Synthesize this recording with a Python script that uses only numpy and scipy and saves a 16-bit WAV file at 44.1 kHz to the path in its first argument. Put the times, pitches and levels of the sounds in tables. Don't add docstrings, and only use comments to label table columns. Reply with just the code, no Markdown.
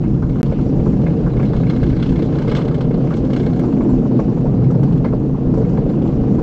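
import sys
import numpy as np
from scipy import signal
from scipy.io import wavfile
from scipy.ndimage import uniform_filter1d, minimum_filter1d

SR = 44100
rng = np.random.default_rng(int(sys.argv[2]) if len(sys.argv) > 2 else 0)


def to_linear_factor(level_db):
    exponent = np.asarray(level_db, float) / 20
    return 10 ** exponent


def waveform_to_disk(signal):
    frames = np.transpose(np.atleast_2d(signal))
    scaled = np.clip(frames, -1, 1) * 32767
    samples = np.round(scaled).astype(np.int16)
    wavfile.write(sys.argv[1], SR, samples)


N = 283122

# time in seconds, level in dB, shift of the load from floor pan to
# side wall in dB, coarseness of the road in dB.
SHAKING = [(0, -16, 1.5, -5), (.4, -16.5, -2, -0.5), (.7, -14.5, 2, -0.5), (1.1, -13.5, 0, 1.5),
           (1.5, -14, -1.5, 1), (1.9, -15, 1, -1.5), (2.25, -13.5, -0.5, 1), (2.6, -15, -0.5, 2.5),
           (3.1, -15, 1, 2), (3.6, -14, 1, 2), (3.95, -14.5, 3.5, 0.5), (4.3, -15.5, 2, 1.5),
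           (4.65, -13.5, -1.5, 1), (5.0, -13, 0, -1), (5.35, -16.5, 1.5, 0), (5.6, -13.5, -1.5, 2.5),
           (6.0, -15, 2, 1), (6.42, -14, 2.5, 2)]
# time in seconds, peak in dB, upper panels against the peak in dB.
JOLTS = [(0.039, -33, -5), (0.224, -30.5, -1), (0.402, -38.5, 3), (0.587, -33.5, -5), (0.862, -29, -4),
         (1.064, -33, -14), (1.263, -31, 2), (1.394, -27.5, -4), (1.533, -26.5, -3.5), (2.349, -30, -15),
         (2.475, -33, 1), (2.567, -31, -12), (2.806, -30.5, -6), (3.107, -31, 2), (0.097, -39, -13),
         (0.356, -39, 5), (0.515, -32, -5), (1.107, -39, -12), (1.204, -40, -2), (1.73, -33, -5),
         (2.061, -35, -14.5), (2.222, -40, -10), (2.413, -31.5, -14), (2.518, -27, -14), (2.584, -24, -18),
         (2.712, -29.5, -6), (2.846, -35, -14), (3.005, -42, 6), (3.253, -38, -7), (3.655, -34, -17),
         (3.807, -27, -21), (3.85, -31, -17), (3.891, -28.5, -22), (3.931, -32.5, -17), (3.975, -42, -11),
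         (4.053, -28.5, -20.5), (4.301, -34, -20), (4.747, -33, -10), (4.875, -33.5, -15),
         (4.912, -32, -19), (5.343, -31, -17), (5.575, -32, -18), (5.937, -32, -14), (6.053, -27.5, -21),
         (3.635, -27.5, -8), (3.723, -30, -27), (4.113, -29.5, -17), (4.193, -21.5, -15.5),
         (4.374, -30, -18), (4.457, -28, -17), (4.62, -34, -3.5), (4.704, -30, -10), (4.83, -29.5, -14),
         (5.044, -25, -7), (5.127, -27.5, -8.5), (5.539, -29, -27), (5.773, -29, -24), (5.892, -33, -22),
         (6.237, -32, -15), (6.385, -27.5, -7)]
# time in seconds, half turns of the wheel so far.
ROLLED = [(0.036, 0), (0.356, 10), (0.4568, 14), (1.336, 40), (3.593, 109), (3.64, 111), (3.975, 119),
          (4.196, 124), (5.045, 144), (5.539, 156), (6.014, 168), (6.385, 178)]


def curve(rows):
    s, *columns = np.transpose(rows)
    return [np.interp(np.arange(N) / SR, s, c) for c in columns]


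def unit(x):
    return x / np.sqrt(np.mean(x ** 2) + 1e-20)


def drift(rate_hz):
    r = np.exp(-80 * np.pi * rate_hz / SR)
    noise = rng.standard_normal(N // 40 + 2002)
    slow = signal.lfilter([1], [1, -2 * r, r * r], noise)[2000:]
    return np.interp(np.arange(N) / 40, np.arange(len(slow)), unit(slow))


def resonate(x, hz, width_hz):
    r = np.exp(-np.pi * width_hz / SR)
    zeros = np.array([1, 0, -1]) * (1 - r * r) / 2
    return signal.lfilter(zeros, [1, -2 * r * np.cos(2 * np.pi * hz / SR), r * r], x)


def half_turns(taken):
    s, turns = np.transpose(ROLLED)
    at = np.interp(np.arange(turns[-1] + 1), turns, s)
    at = at + .002 * rng.standard_normal(len(at))
    return at, np.abs(at[:, None] - taken).min(axis=1) > .013


def throb():
    lag = 0.2
    return np.cos(2 * np.pi * (curve(ROLLED)[0] - lag))


def axle():
    # start in seconds, length in seconds, level in dB.
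    squeaks = [
        (2.03, 0.039, -72),
        (2.512, .025, -60),
        (2.54, .015, -61),
        (2.575, .016, -61),
        (2.6, .015, -65),
        (3.82, 0.039, -61),
        (3.885, .05, -62),
        (5.899, .04, -67),
        (6.03, 0.071, -68),
    ]
    squeak_hz = 7350
    t = np.arange(N) / SR
    shape = sum(to_linear_factor(db) * np.sin(np.pi * np.clip((t - s) / length, 0, 1)) for s, length, db in squeaks)
    noise = rng.standard_normal(N)
    return shape * unit(resonate(resonate(noise, squeak_hz, 60), squeak_hz, 90))


def gliding_whistles(rubs, glide_hz, bend, rough):
    t = np.arange(N) / SR
    waver, wobble = to_linear_factor(3 * rough * drift(120)), rough * drift(200)
    out = np.zeros(N)
    for s, db, length_s, from_hz in rubs:
        done = np.clip((t - s) / length_s, 0, 1)
        cycles = length_s * (from_hz * done + glide_hz * done ** (bend + 1) / (bend + 1))
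        out += to_linear_factor(db + 2) * np.sin(np.pi * done) ** .6 * np.sin(2 * np.pi * cycles + wobble)
    return out * waver


def wheel_rub():
    # start in seconds, level in dB, length in seconds, first pitch in Hz.
    chirps = [
        (1.312, -54, .035, 4050),
        (1.462, -55, .035, 4000),
        (1.524, -54, .04, 4150),
        (1.592, -54, .045, 4120),
        (1.666, -52, .04, 4220),
        (1.732, -53, .05, 4120),
        (1.805, -55, .04, 4150),
        (1.875, -56, .04, 4150),
        (2.19, -58, .035, 4200),
        (2.255, -57, .035, 4120),
    ]
    return gliding_whistles(chirps, glide_hz=-380, bend=1.6, rough=.8)


def tyre_scuff():
    # start in seconds, level in dB, length in seconds, first pitch in Hz.
    scuffs = [
        (.135, -49, .055, 1000),
        (.268, -55, .04, 950),
        (3.098, -39, .05, 1000),
        (.505, -47, .04, 1100),
    ]
    return gliding_whistles(scuffs, glide_hz=700, bend=.8, rough=.85)


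def shaken():
    at, db, _ = np.transpose(JOLTS)
    blows, t = np.zeros(N), np.arange(SR // 8) / SR / 0.016
    blows[np.round((at - .008) * SR).astype(int)] = to_linear_factor(db + 19.5)
    return 1 + signal.fftconvolve(blows, np.e * t * np.exp(-t))[:N]


def tyres(flutter_db):
    # time in seconds, level in dB, brightness in dB per octave.
    hiss = [(0.0, -48, 4), (0.25, -54, 8), (0.43, -43.5, 3), (0.8, -48, 7), (1.07, -45, 3.5),
            (1.38, -47, 5), (1.88, -43.5, 4), (2.16, -42.5, 4), (2.61, -42.5, 1.5), (2.84, -49.5, 4),
            (3.09, -42, 3), (3.27, -48, 7.5), (4.13, -48.5, 5.5), (5.42, -52, 6), (5.58, -48, 4.5),
            (6.2, -46.5, 3), (6.42, -50.5, 7)]
    # frequency in Hz, density in dB per Hz.
    colour_rows = [(470, -31), (800, -8.5), (1260, -1.5), (1730, -22.5), (2780, -18), (3370, -26.5),
                   (4950, -27), (5610, -35.5), (6610, -35.5), (8020, -37.5), (10400, -70), (17600, -120)]
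    level_db, tilt_db = curve(hiss)
    hz, db = np.transpose(colour_rows)
    white, out = rng.standard_normal((2, N)), np.zeros(N)
    edges = 750 * 2 ** (np.arange(12) / 3)
    for k, (low, high) in enumerate(zip(edges, edges[1:])):
        band = signal.sosfilt(signal.butter(2, [low, high], "band", fs=SR, output="sos"), white[k % 2])
        mid = np.sqrt(low * high)
        colour = np.interp(np.log(mid), np.log(hz), db) + tilt_db * np.log2(mid / 2500) - 6 * (mid < 1500)
        out += band * to_linear_factor(colour + flutter_db * drift(19))
    bright = signal.sosfilt(signal.butter(4, 1000, "high", fs=SR, output="sos"), out)
    return to_linear_factor(level_db - 7.0) * out / np.std(bright)


def knocks():
    # time in seconds, peak in dB, dull modes in dB.
    hard_rows = [(1.3654, -29, -31), (1.427, -24.5, -26.5), (1.531, -25.5, -31), (1.561, -21.5, -31),
                 (1.697, -16.5, -24.5), (1.761, -25, -27), (1.829, -18.5, -24.5), (1.996, -23, -30),
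                 (2.024, -14.5, -23), (2.1566, -23, -29), (2.2217, -19.5, -26.5), (2.353, -25, -33),
                 (2.3847, -18.5, -24), (2.418, -21, -28), (2.478, -18, -23), (2.495, -18.5, -50),
                 (2.514, -16.5, -22.5), (2.549, -12, -21.5), (2.5626, -16.5, -47), (2.6134, -28, -33),
                 (2.679, -23, -26), (2.743, -20.5, -25.5), (2.807, -17, -26), (3.136, -21, -26),
                 (3.302, -23.5, -31), (3.3305, -17, -24), (3.362, -16, -22.5), (3.396, -20, -27),
                 (3.462, -20, -26.5), (3.591, -23, -28)]
    # time in seconds, bright modes in dB, dull modes in dB.
    ticks = [(1.3982, -46, -36), (1.4494, -32.5, -55), (1.4594, -44, -56), (1.4894, -38, -44),
             (1.5794, -43, -51), (1.6317, -38, -38), (1.667, -34, -38), (1.7345, -38.5, -44),
             (1.7993, -40, -44), (1.864, -32.5, -41), (1.8971, -32, -37), (1.9294, -39, -40.5),
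             (1.9624, -31.5, -36), (2.059, -28.5, -40), (2.0905, -29, -39), (2.1221, -34, -43.5),
             (2.1894, -30.5, -36), (2.2494, -41, -56), (2.2894, -44, -45), (2.3241, -31.5, -39),
             (2.4494, -43, -51), (2.6094, -36, -46), (2.6494, -31, -43), (2.7137, -35, -44.5),
             (2.7794, -35, -49), (2.8444, -43, -50), (3.4294, -33, -38), (3.4974, -37, -46),
             (3.529, -33, -39.5), (3.561, -35, -43)]
    # time in seconds, peak in dB, dull modes in dB, top modes against the peak in dB.
    strays = [(0.223, -30.5, -33, -26.5), (0.4027, -41, -50, -13), (0.4568, -26.5, -48, -24),
              (0.521, -28.5, -32, -23), (0.796, -39, -35.5, -15), (0.355, -35, -45, -21),
              (0.037, -37, -33, -22), (0.14, -33, -43.5, -22), (0.293, -31, -37, -20),
              (0.61, -31, -40, -23), (4.64, -30.5, -35, -21.5), (4.975, -31, -45, -19.5),
              (5.575, -42, -43, -6), (5.733, -45, -53, -1), (2.744, -55, -56, 5), (0.928, -33, -35, -12),
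              (1.014, -28, -39, -19), (1.064, -41, -26, -29), (2.908, -33, -32.5, -23),
              (2.94, -24.5, -33.5, -31), (3.072, -32, -32, -24), (3.167, -24.5, -46, -15),
              (3.248, -25, -36, -24), (3.7238, -29, -45, -22), (3.765, -38, -33, -28),
              (3.8067, -42, -34, -11), (4.196, -37, -30, -12), (4.7075, -38, -37, -5),
              (4.8304, -26, -33, -14), (4.923, -26, -38, -21), (5.645, -37, -35.5, -15),
              (5.045, -24, -25, -25), (5.055, -36, -35, -27), (5.068, -39, -43, -26), (5.08, -41, -45, -20),
              (2.58, -28, -27, -23), (2.567, -23, -38, -14), (5.1272, -57, -41, -31),
              (5.54, -40, -41.5, -3.5), (5.6912, -48, -56.5, 3.5), (5.7722, -30, -29.5, -30),
              (5.891, -28, -35, -21), (6.0172, -28.5, -47, -31), (6.074, -30.5, -64, -20)]
    # time in seconds, peak in dB.
    rattle = [(0, -51), (.9, -43), (1.35, -39), (1.7, -28), (1.86, -27), (1.93, -32), (2.07, -25.5),
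              (2.2, -28.5), (2.27, -36), (2.4, -32), (2.7, -25.5), (2.85, -45), (3.2, -42), (3.5, -37),
              (3.59, -41), (3.63, -50.5), (5.3, -57.5), (6.42, -40)]
    top_db = -23
    hard = [(s, db, dull, top_db) for s, db, dull in hard_rows]
    light = [(s, db + 6.5, dull + 8.5, top_db) for s, db, dull in ticks]
    listed = np.vstack([hard, light, strays])
    at, free = half_turns(listed[:, 0])
    luck = np.clip(rng.standard_normal((len(at), 3)), -2, 1.5)
    peak = np.interp(at, *np.transpose(rattle)) + 5.5 * luck[:, 0]
    dull = -33 + (peak + 30) + 1.8 * luck[:, 1]
    regular = np.transpose([at, peak, dull, top_db + 4.5 * luck[:, 2]])
    return np.vstack([listed, regular[free]])


def flurries(at, db, rise_s, chatter_s):
    blows, t = np.zeros(N), np.arange(SR // 10) / SR
    blows[np.round((at - .0015) * SR).astype(int)] = to_linear_factor(db)
    fall = np.exp(-t / chatter_s) + 0.2 * np.exp(-t / (4.5 * chatter_s))
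    return signal.fftconvolve(blows, 1.54 * (1 - np.exp(-t / rise_s)) ** 2 * fall)[:N]


def loose_part(rise_s, chatter_s):
    # frequency in Hz, level in dB, t60 in seconds.
    thud = [(1300, -3, .008), (1590, 2, .01), (1700, 1, .009), (1860, -6, .006), (2150, 2, .015),
            (2330, -2, .007), (2500, -5, .006)]
    # frequency in Hz, level in dB, t60 in seconds.
    bright = [(2700, 0, 0.004), (3050, 2, 0.005), (3400, 1, 0.004), (4100, -6, 0.009), (4860, -7, 0.003)]
    # frequency in Hz, level in dB, t60 in seconds.
    top = [(5050, -3.5, 0.005), (5780, -5, 0.0072), (6470, -8, 0.0085), (7570, -9.5, 0.0062),
           (7800, -6, 0.0039), (9600, -8, .002)]
    at, peak_db, dull_db, top_db = knocks().T
    contacts = rng.standard_normal((2, N))
    luck, out = rng.standard_normal((len(at), 15)), np.zeros(N)
    groups = [(thud, dull_db - 24.5, 3200), (bright, peak_db - 28.5, 5600), (top, peak_db + top_db - 15.5, 12000)]
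    k = 0
    for modes, blow_db, contact_hz in groups:
        rung = np.zeros(N)
        for hz, db, t60 in modes:
            strength_db = blow_db + db - 2 + 1.5 * luck[:, k % 15]
            force = flurries(at, strength_db, rise_s, chatter_s) * contacts[k % 2]
            r, w = to_linear_factor(-60 / (t60 * SR)), 2 * np.pi * hz / SR
            rung += signal.lfilter([0, np.sin(w)], [1, -2 * r * np.cos(w), r * r], force + 1e-18)
            k += 1
        out += signal.sosfilt(signal.butter(4, contact_hz, fs=SR, output="sos"), rung)
    return out


def jolt_rows():
    at, free = half_turns(np.array(JOLTS)[:, 0])
    luck = np.clip(rng.standard_normal((len(at), 2)), -2, 1.5)
    coarse = np.interp(at, *np.transpose(SHAKING)[[0, -1]])
    uneven = 3 * (-1) ** np.arange(len(at))
    peak = -40 + coarse + uneven + 2.5 * luck[:, 0]
    light = np.transpose([at, peak, -18 + 2.6 * luck[:, 1]])
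    return np.vstack([JOLTS, light[free]])


def ridges(rise_s, fall_s):
    out, t, rows = np.zeros(N + SR), np.arange(SR // 10) / SR, jolt_rows()
    envelope = (1 - np.exp(-t / rise_s)) ** 2 * np.exp(-t / fall_s)
    jolts = rng.standard_normal((len(rows), len(t))) * envelope
    lower = signal.sosfilt(signal.butter(3, [560, 1100], "band", fs=SR, output="sos"), jolts)
    upper = signal.sosfilt(signal.butter(4, [950, 1600], "band", fs=SR, output="sos"), jolts[::-1])
    lead_s = .003
    for (s, db, upper_db), low, high in zip(rows, lower, upper):
        jolt = unit(low) + to_linear_factor(upper_db - 2) * unit(high)
        out[round((s - lead_s) * SR):][:len(t)] += to_linear_factor(db - 12) * jolt
    return out[:N]


def booms():
    # time in seconds, peak in dB.
    strikes = [(0.139, -21.5), (0.229, -20), (0.428, -28), (0.522, -11.5), (0.658, -22), (0.726, -27),
               (0.796, -21), (0.866, -18), (1.132, -28), (1.199, -25), (1.269, -23), (1.298, -32),
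               (1.339, -25), (1.396, -15), (1.43, -18), (1.6, -16), (1.694, -21), (1.825, -18),
               (2.272, -25), (2.353, -21), (2.392, -15), (2.459, -23), (2.519, -17), (2.568, -12),
               (2.646, -16), (2.78, -16.5), (2.872, -16), (3.001, -30), (3.143, -14.5), (3.171, -15),
               (3.236, -13.5), (3.328, -14), (3.559, -26), (3.599, -18), (3.723, -17), (3.772, -21),
               (3.851, -18), (3.931, -15.5), (3.976, -21), (4.022, -18), (4.113, -17), (4.142, -17),
               (4.194, -8), (4.368, -15), (4.444, -12.5), (4.701, -18), (4.757, -15), (4.829, -16),
               (4.998, -32), (5.044, -9), (5.134, -8.5), (5.245, -17), (5.57, -17), (5.605, -17),
               (5.78, -10.5), (5.861, -7.5), (5.899, -16), (5.976, -14.5), (6.311, -22), (6.338, -12.5)]
    # frequency in Hz, level in dB, t60 in seconds.
    plate_modes = [(409.2, -1.5, .07), (444.7, 1, 0.064), (526, -2.5, 0.081), (593, -10, 0.1)]
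    at, db = np.transpose(strikes)
    luck, out = rng.standard_normal((len(at), 8)), np.zeros(N)
    push = np.hanning(int(.004 * SR) + 3)
    for k, (hz, mode_db, t60) in enumerate(plate_modes):
        blows = np.zeros(N, complex)
        strength = to_linear_factor(db - 6 + mode_db + 2 * luck[:, k])
        blows[np.round(at * SR).astype(int)] = strength * np.exp(1j * luck[:, 4 + k])
        pushed = signal.fftconvolve(blows, push / push.sum())[:N] + 1e-18
        rung = signal.lfilter([1], [1, -to_linear_factor(-60 / (t60 * SR))], pushed)
        out += np.real(rung * np.exp(2j * np.pi * hz * np.arange(N) / SR))
    return out


def humps():
    # time in seconds, peak in dB, floor pan swell in dB, side wall swell in dB.
    hump_rows = [(0.129, -7, 1.5, -0.5), (0.427, -3, -1, -0.5), (0.67, -11, -1, 0),
                 (1.113, -5.5, -1.5, -0.5), (1.43, -5.5, -1, -1), (1.877, -6, 2, -0.5),
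                 (2.085, -7.5, -0.5, 1), (2.411, -6, 0.5, 1.5), (2.685, -6.5, 0, 1), (2.904, -8.5, 1, 0),
                 (3.075, -11, 3.5, -2.5), (3.272, -10, -3.5, 0.5), (3.531, -9, 2, -0.5),
                 (3.725, -8.5, 0, 0), (3.931, -4, 1.5, -0.5), (4.146, -5.5, 3, 1.5), (4.328, -10.5, 1, -1),
                 (4.563, -8, 0, 0.5), (4.742, -12.5, 1, -2.5), (4.927, -4.5, 1.5, -0.5),
                 (5.3, -11.5, 4.5, -0.5), (5.507, -3.5, 0.5, 2), (5.785, -2.5, -1, -1.5),
                 (6.113, -9.5, 2.5, -0.5)]
    hump_s = 0.032
    s, peak, pan, wall = np.transpose(hump_rows)
    coarse_n = np.arange(0, N, 64)
    shape = np.exp(-((coarse_n[:, None] / SR - s - hump_s / 2) / hump_s) ** 2)
    shared = 0.26 * (peak - peak.mean())
    return [np.interp(np.arange(N), coarse_n, shape @ (shared + own)) for own in (pan, wall)]


def shell_group(modes, level_db, evening, window_s):
    road = rng.standard_normal((len(modes), N + SR // 4))
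    hum = np.zeros(N + SR // 4)
    for grain, (hz, width, db) in zip(road, modes):
        rung = resonate(resonate(grain, hz, width), hz, 4 * width)
        hum += to_linear_factor(db) * unit(rung) * np.sqrt(width)
    window = int(window_s * SR)
    swell = uniform_filter1d(uniform_filter1d(unit(hum) ** 2, window), window)
    return to_linear_factor(level_db) * unit((hum / (swell + .02) ** (evening / 2))[SR // 4:])


def leaning_wall():
    # frequency in Hz, width in Hz, level in dB.
    wall_mode = [(256.4, 12, 0)]
    # time in seconds, level in dB.
    lean = [
        (0, -44.5),
        (1.9, -33),
        (2.1, -25),
        (2.4, -36),
        (3.75, -36),
        (3.9, -22.5),
        (4.3, -22),
        (4.45, -37),
        (6.42, -36.5),
    ]
    return shell_group(wall_mode, curve(lean)[0], evening=0.55, window_s=0.034)


def shell():
    # frequency in Hz, width in Hz, level in dB.
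    sway = [(28.7, 5, 3.5), (44.4, 34, 3.5), (75.4, 14, -17.5)]
    # frequency in Hz, width in Hz, level in dB.
    floor_pan = [(124.3, 14.8, -2), (138.44, 7.65, 1), (165.9, 14.8, -2)]
    # frequency in Hz, width in Hz, level in dB.
    side_wall = [(208.4, 34.3, 2), (255.8, 19.6, 3), (305, 17.4, -3.5), (334, 42.8, -5)]
    # frequency in Hz, width in Hz, level in dB.
    panels = [(397, 20, -1.5), (452.4, 46, 5), (564, 71, -6.5), (584, 66, -13.5), (734.5, 89, -10),
              (1060, 450, -27)]
    # time in seconds, level in dB.
    sway_load = [(0, 2.5), (.8, 1.5), (1.5, 1.5), (3.2, 0), (3.7, -1), (4.2, -0.5), (4.8, -3.5), (5.3, 0),
                 (6.42, 2)]
    level, shift, coarse = curve(SHAKING)
    mean = level.mean()
    pan_swell, wall_swell = humps()
    sway_db = mean + 0.81 * (level - mean) - 10.5 + curve(sway_load)[0] - 0.8 * coarse + 3.0 * drift(41.0)
    pan_db = level - 3.5 - shift + pan_swell + 1.2 * drift(1.2)
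    wall_db = level - 4.5 + shift + wall_swell + 0.92 * drift(7.8)
    panel_db = mean + 0.94 * (level - mean) - 15 + coarse + 1.5 * throb() + 1.1 * drift(50)
    return (shell_group(sway, sway_db, evening=0.15, window_s=0.099)
            + shell_group(floor_pan, pan_db, evening=0.89, window_s=0.079)
            + shell_group(side_wall, wall_db, evening=0.39, window_s=0.0099)
            + shell_group(panels, panel_db, evening=0.042, window_s=0.06))


def scene():
    squeals = axle() + wheel_rub() + tyre_scuff()
    hiss = shaken() * tyres(flutter_db=2.0)
    blows = loose_part(rise_s=.0028, chatter_s=.0052) + ridges(rise_s=.0015, fall_s=.016) + booms()
    return (squeals + hiss + blows + leaning_wall() + shell())[None]


def limiter(x, top):
    span = SR // 200
    needed = minimum_filter1d(np.minimum(1, top / (np.abs(x) + 1e-9)), 2 * span)
    return x * uniform_filter1d(uniform_filter1d(needed, span), span)


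def microphone(x):
    sloped = signal.sosfilt(signal.butter(4, 9300, fs=SR, output="sos"), x)
    limited = signal.sosfiltfilt(signal.butter(12, 7700, fs=SR, output="sos"), sloped)
    return limited + to_linear_factor(-8.5) * (sloped - limited) + to_linear_factor(-94) * rng.standard_normal(N)


def low_pass(x):
    return signal.sosfilt(signal.butter(12, 15750, fs=SR, output="sos"), x)


def record(dry):
    x, n = microphone(limiter(dry, top=.71)), np.arange(N)
    stop, resume, join = (round(s * SR) for s in (.41507, .43084, 3.59751))
    x = x - (x[:, [stop]] + .012) * np.exp(-np.abs(n - stop) / (0.0033 * SR))
    x = x + (.4 - x[:, [resume]]) * np.exp(-((n - resume) / (0.0023 * SR)) ** 2)
    x = x * np.where(n < stop, 1, np.clip((n - resume + 1) / 2, 0, 1))
    x = x - .055 * (n >= join) * np.exp(-np.abs(n - join) / (.002 * SR))
    x = x * (1 - .85 * np.exp(-(n / (.003 * SR)) ** 2))
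    x = x - (x[:, [-1]] + .06) * np.exp((n - N) / (.003 * SR))
    return low_pass(x)


dry = scene()
out = record(dry)
waveform_to_disk(out)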